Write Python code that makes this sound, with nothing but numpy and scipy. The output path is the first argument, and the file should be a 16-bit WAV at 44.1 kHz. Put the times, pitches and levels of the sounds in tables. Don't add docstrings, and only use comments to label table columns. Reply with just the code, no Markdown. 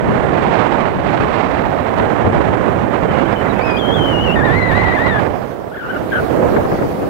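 import sys
import numpy as np
from scipy import signal
from scipy.io import wavfile
from scipy.ndimage import uniform_filter1d

SR = 44100
rng = np.random.default_rng(int(sys.argv[2]) if len(sys.argv) > 2 else 0)


def generate_wav(sig):
    pcm = np.round(np.clip(np.atleast_2d(sig).T, -1, 1) * 32767).astype(np.int16)
    wavfile.write(sys.argv[1], SR, pcm)


N = 312669
FRAME, HOP = 512, 128


def gain_of(db):
    return 10 ** (np.asarray(db) / 20)


def evened(x):
    return x / np.sqrt(np.mean(x ** 2) + 1e-20)


def read(points, hz):
    point_hz, value = np.transpose(points)
    return np.interp(np.log(hz + 1), np.log(point_hz + 1), value)


def lobe(hz, centre_hz):
    return 1 / (1 + (np.log(hz / centre_hz + 1e-9) / .5) ** 4)


def pulses(rows, width_s):
    clock = np.arange(N) / SR
    return np.zeros(N) + sum(db * np.exp(-((clock - at) / width_s) ** 2) for at, db in rows)


def add(mix, s, sound):
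    part = mix[round(s * SR):][:len(sound)]
    part += sound[:len(part)]


def wander(length, hz):
    pole = np.exp(-2 * np.pi * hz / SR)
    noise = rng.standard_normal(length)
    return evened(signal.lfilter([1], np.poly([pole, pole]), noise))


def shaped(x, field_db):
    hz, t, spectrum = signal.stft(x, SR, nperseg=FRAME, noverlap=FRAME - HOP)
    spectrum = spectrum * gain_of(field_db(t[None], hz[:, None]))
    return signal.istft(spectrum, SR, nperseg=FRAME, noverlap=FRAME - HOP)[1][:N]


# time in seconds, level in dB.
LEFT_BUFFETING = [(0.0, -26.5), (0.5, -21), (0.75, -26), (1.12, -25.5), (1.33, -30.5), (1.56, -24.5),
                  (1.9, -28), (2.55, -27), (2.85, -28.5), (3.5, -28.5), (3.6, -34), (3.83, -37),
                  (3.92, -31.5), (4.26, -28.5), (4.87, -34), (5.23, -30), (5.8, -35), (5.94, -25.5),
                  (6.26, -23), (6.39, -18.5), (7.08, -23)]
RIGHT_BUFFETING = [(0.0, -13.5), (0.13, -11), (.5, -11), (0.76, -8.5), (0.95, -16.5), (1.05, -12),
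                   (1.33, -11), (1.7, -13.5), (2.13, -11), (2.73, -11), (2.87, -14), (3.15, -11.5),
                   (5.27, -12.5), (5.5, -22), (5.7, -24.5), (5.83, -30), (5.94, -18), (6.13, -18.5),
                   (6.38, -9), (6.59, -11.5), (6.695, -18.5), (6.73, -11.5), (6.775, -22), (6.81, -12.5),
                   (6.91, -20), (7.08, -18.5)]
# frequency in Hz, density in dB.
LEFT_EDDY_SPECTRUM = [(120, -3), (250, -4), (700, -15), (1000, -26), (2000, -32.5), (4000, -64),
                      (8000, -86)]
RIGHT_EDDY_SPECTRUM = [(120, 0), (700, 1), (1000, -4), (1400, -10), (2000, -13.5), (4000, -33),
                       (6000, -50.5), (9000, -71)]
# time in seconds, left speed factor, left rumble in dB,
# right speed factor, right rumble in dB.
AIR_FLOW = [(0.0, 0.64, -3, 0.94, 5), (0.74, 1.18, 2, 1.09, -5), (0.96, 0.72, 1, 1.03, 5),
            (1.34, 1.16, 7.5, 1.14, -8), (1.66, 0.89, 2, 1.03, 3), (1.92, 0.88, 6, 0.97, -9.5),
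            (2.37, 1.22, 11, 0.9, 0), (3.43, 0.63, 1, 0.92, 0.5), (3.73, 1.5, 14, 0.9, -0.5),
            (4.0, 0.79, 9.5, 0.74, 2), (4.72, 0.81, 10.5, 0.99, 12), (5.03, 0.42, 3, 1.04, 5.5),
            (5.7, 1.5, 7, 0.75, 0), (5.97, 1, -3.5, 0.79, 3), (7.08, 1.03, -2, 0.65, 3)]
# time in seconds, strength in dB before the shares below.
AIR_SLAPS = [(1.206, 5), (2.02, 8), (2.265, 5), (2.35, 6), (3.5, 13), (5.775, 8), (6.57, 14.5), (6.607, 8),
             (6.655, 9), (6.718, 10.5), (6.748, 7), (6.795, 10), (6.822, 10)]
# time in seconds, lift in dB above the buffeting.
LONG_GUSTS = [(.085, 11.5), (.93, 6), (1.24, 9.5), (2.0, 6.5), (2.31, 7.5), (3.07, 5.5), (6.97, 3.5)]
# time in seconds, lift in dB before the spectrum is evened.
HOLLOW_ROAR = [(5.1, -1), (5.6, 4)]
SLAP_S, GUST_S = 0.012, 0.066
SLAP_LEVEL, BITE, BITE_HZ = .6, 1.05, 1510
HOLLOW_HZ, RUMBLE_HZ = 500, 150


def buffeting(rows, column, eddies, slaps, gusts, spiky, lump_db, lump_hz, sharpen):
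    s, speed, rumble_db = np.transpose(AIR_FLOW)[[0, column, column + 1]]
    clock = np.arange(N) / SR
    strikes = np.exp(spiky * rng.standard_normal(N))
    lumps_db = lump_db * wander(N, lump_hz)
    stretch = np.exp(sharpen * lumps_db)
    slaps_db = pulses(slaps, SLAP_S)
    gusts_db = pulses(gusts, GUST_S)

    def field_db(t, hz):
        speed_now = np.interp(t, s, speed) * np.interp(t, clock, stretch)
        db = read(eddies, hz / speed_now)
        db = db + np.interp(t, *np.transpose(HOLLOW_ROAR)) * lobe(hz, HOLLOW_HZ)
        db = db - 10 * np.log10(np.mean(gain_of(2 * db) * (hz > RUMBLE_HZ), axis=0))
        db = db + BITE * np.interp(t, clock, slaps_db) * lobe(hz, BITE_HZ)
        return db + np.interp(t, s, rumble_db) / (1 + (hz / RUMBLE_HZ) ** 4)

    level_db = np.interp(clock, *np.transpose(rows)) + lumps_db + SLAP_LEVEL * slaps_db + gusts_db
    level = gain_of(level_db)
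    return level * shaped(evened(strikes - strikes.mean()), field_db), level


def rush(level):
    band = signal.butter(6, [3500, 8700], "bandpass", fs=SR, output="sos")
    hiss = evened(signal.sosfilt(band, rng.standard_normal(N)))
    return gain_of(-39.0) * level * hiss


# start in seconds, end in seconds, pitch in Hz at jet speed 1,
# starting level in dB, swell in dB by its end, level of the octave in dB, wobble as a share of pitch.
HOLE_WHISTLES = [(3.096, 3.13, 3080, -33, -3, -35, .012), (3.133, 3.232, 2900, -38, 2, -35, 0.013),
                 (3.177, 3.292, 2240, -48, 5, -35, 0.013), (3.252, 3.28, 3050, -36, -1.5, -35, .01),
                 (3.356, 3.426, 3050, -32.5, -3, -35, 0.012), (3.447, 3.486, 2050, -33, 13, -35, .006),
                 (3.493, 3.529, 3790, -36.5, 5, -35, .01), (3.555, 3.626, 2400, -36, 1, -35, .01),
                 (3.61, 3.791, 2414, -26.5, 3, -19, 0.0049), (3.688, 3.725, 3200, -36, -2, -35, .01),
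                 (3.767, 4.358, 3120, -25, 4, -32, 0.014), (4.355, 5.205, 1994, -18, 0.5, -22, 0.0172),
                 (5.2, 5.238, 1870, -32, -8, -30, 0.017), (5.59, 5.677, 1430, -45, 0, -30, .03),
                 (5.714, 5.88, 1492, -33.5, 10, -24, .02), (5.886, 5.926, 1504, -21.5, 0, -18, .015),
                 (5.936, 5.97, 1477, -27, 1.5, -26, .015), (5.958, 5.982, 1510, -19.5, 0, -19, .015),
                 (6.118, 6.207, 1498, -17.5, 3.5, -23, 0.014)]
# time in seconds, speed factor.
JET_SPEED = [(3.445, 1), (3.468, 0.98), (3.478, .97), (3.49, 1.02), (3.606, 1.1), (3.617, 0.93),
             (3.645, 1.07), (3.7, 1.031), (3.772, 1.01), (3.793, 1.08), (3.835, 1.01), (3.905, 1.015),
             (3.95, 1.09), (4.024, 0.98), (4.06, 1.004), (4.17, 0.9), (4.244, 0.97), (4.295, 0.86),
             (4.345, 0.94), (4.375, 0.92), (4.4, 0.9), (4.418, .84), (4.455, 0.98), (4.485, 0.86),
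             (4.584, 1.04), (4.66, .99), (4.688, 1.03), (4.72, 0.86), (4.774, 1.036), (4.914, 0.95),
             (4.949, 1.04), (4.979, 0.87), (5.058, 1), (5.073, 1.01), (5.123, 0.89), (5.19, .84),
             (5.23, .75), (5.6, 1), (5.715, 0.91), (5.74, 1.12), (5.76, 0.93), (5.772, 1.16), (5.787, 1.1),
             (5.822, .95), (5.845, 0.97), (5.875, 0.92), (5.905, 1.025), (5.975, 0.93), (6.118, 1.08),
             (6.135, 1.03), (6.155, 1.045), (6.195, 0.98)]
CATCH_S, DROP_S = 0.003, 0.0144
DROOP = 0.21


def whistle(s, end, hz, db, swell_db, octave_db, wobble):
    length = end - s
    t = np.arange(0, length, 1 / SR)
    catch = np.minimum(t / CATCH_S, 1)
    hold = np.minimum((length - t) / DROP_S, 1)
    pitch = hz * np.interp(s + t, *np.transpose(JET_SPEED)) * (1 - DROOP * (1 - hold) ** 2)
    quick, slow, reedy, flutter, hoarse = (wander(SR, rate)[:len(t)] for rate in (157, 60, 30, 99, 260))
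    wobbling_pitch = pitch * (1 + wobble * (quick + 0.727 * slow))
    phase = 2 * np.pi * np.cumsum(wobbling_pitch) / SR
    octave = gain_of(octave_db + 2.9 * reedy) * np.sin(2 * phase)
    tone = np.sin(phase) + octave
    tone = tone * (1 + 0.12 * hoarse)
    level = np.sqrt(2) * gain_of(db + swell_db * t / length + 1.34 * flutter)
    return s, level * catch * hold * tone


# start in seconds, length in seconds, level in dB.
JET_STUTTERS = [(2, 0.74, -43), (2.95, 0.74, -38)]


def ring(x, hz, sharpness):
    b, a = signal.iirpeak(hz, sharpness, SR)
    return evened(signal.lfilter(b, a, signal.lfilter(b, a, x)))


def stutter(s, length, db):
    hiss = ring(rng.standard_normal(SR), 2300, 3.5)
    flickers = gain_of(1 + 4.7 * wander(SR, 30)) * hiss
    for hz in (2170, 3100):
        phase = 2 * np.pi * np.cumsum(hz * (1 + 0.028 * wander(SR, 18.2))) / SR
        catches = np.clip(wander(SR, 35), 0, 2)
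        flickers += np.sin(phase) * catches
    part = evened(flickers[:round(length * SR)])
    return s, gain_of(db) * part * signal.windows.tukey(len(part), .45)


# start in seconds, length in seconds, level in dB.
BREATHY_WHISTLES = [(5.733, 0.093, -31), (5.811, 0.2, -26.5), (6.114, .1, -20.5)]
BREATHY_HZ, SWAY_HZ = 1474, 190


def breathy(s, length, db):
    t = np.arange(0, length, 1 / SR)
    pitch = BREATHY_HZ * np.interp(s + t, *np.transpose(JET_SPEED))
    phase = 2 * np.pi * np.cumsum(pitch) / SR
    sway = (wander(SR, SWAY_HZ) + 1j * wander(SR, SWAY_HZ))[:len(t)]
    carrier = np.exp(1j * phase) + gain_of(-18.0) * np.exp(2j * phase)
    tone = (sway * carrier).real
    return s, gain_of(db) * evened(tone) * signal.windows.tukey(len(t), .35)


# time in seconds, left level in dB, right level in dB, both before colour.
SURF_SWELL = [(0.0, -62, -60), (0.81, -65, -58.5), (1.98, -59, -56.5), (2.26, -62.5, -60.5),
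              (4.2, -55, -53), (5.36, -56.5, -53.5), (5.71, -57, -59), (5.82, -56.5, -55), (6.19, -49, -49),
              (7.08, -49.5, -50.5)]
# frequency in Hz, relative density in dB.
SURF_COLOUR_LEFT = [(1000, 26.2), (4000, 8.8), (7000, 1.3), (10000, 3), (14000, 6.9)]
SURF_COLOUR_RIGHT = [(1000, 34.6), (4000, 13.2), (8300, 1.7), (10000, 0.76), (14000, 4.2)]


def surf(column, colour):
    clock = np.arange(N) / SR
    s, level_db = np.transpose(SURF_SWELL)[[0, column]]
    swell_db = .9 * wander(N, 9.5) + np.interp(clock, s, level_db)

    def field_db(t, hz):
        patches = rng.standard_normal((hz.size, t.size))
        patches = uniform_filter1d(patches, 8, axis=0)
        patches = evened(uniform_filter1d(patches, 20, axis=1))
        return read(colour, hz) + 2.5 * patches + np.interp(t, clock, swell_db)

    return shaped(rng.standard_normal(N), field_db)


def scene():
    left, _ = buffeting(LEFT_BUFFETING, column=1, eddies=LEFT_EDDY_SPECTRUM, slaps=AIR_SLAPS,
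                        gusts=LONG_GUSTS, spiky=0.78, lump_db=3.0, lump_hz=35.4, sharpen=0.03)
    right, level = buffeting(RIGHT_BUFFETING, column=3, eddies=RIGHT_EDDY_SPECTRUM, slaps=[],
                             gusts=[], spiky=0.54, lump_db=1.33, lump_hz=27.2, sharpen=0.036)
    right += rush(level)
    for row in HOLE_WHISTLES:
        add(left, *whistle(*row))
    for row in JET_STUTTERS:
        add(left, *stutter(*row))
    for row in BREATHY_WHISTLES:
        add(right, *breathy(*row))
    left += surf(column=1, colour=SURF_COLOUR_LEFT)
    right += surf(column=2, colour=SURF_COLOUR_RIGHT)
    return np.array([left, right])


def record(dry):
    thin = signal.sosfilt(signal.butter(2, 75, "highpass", fs=SR, output="sos"), dry)
    rounded = thin / (1 + abs(thin) ** 4) ** (1 / 4)
    band_limit = signal.firwin(1023, 15750, window=("kaiser", 11), fs=SR)
    return signal.oaconvolve(rounded, band_limit[None], "same", axes=1)


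dry = scene()
out = record(dry)
generate_wav(out)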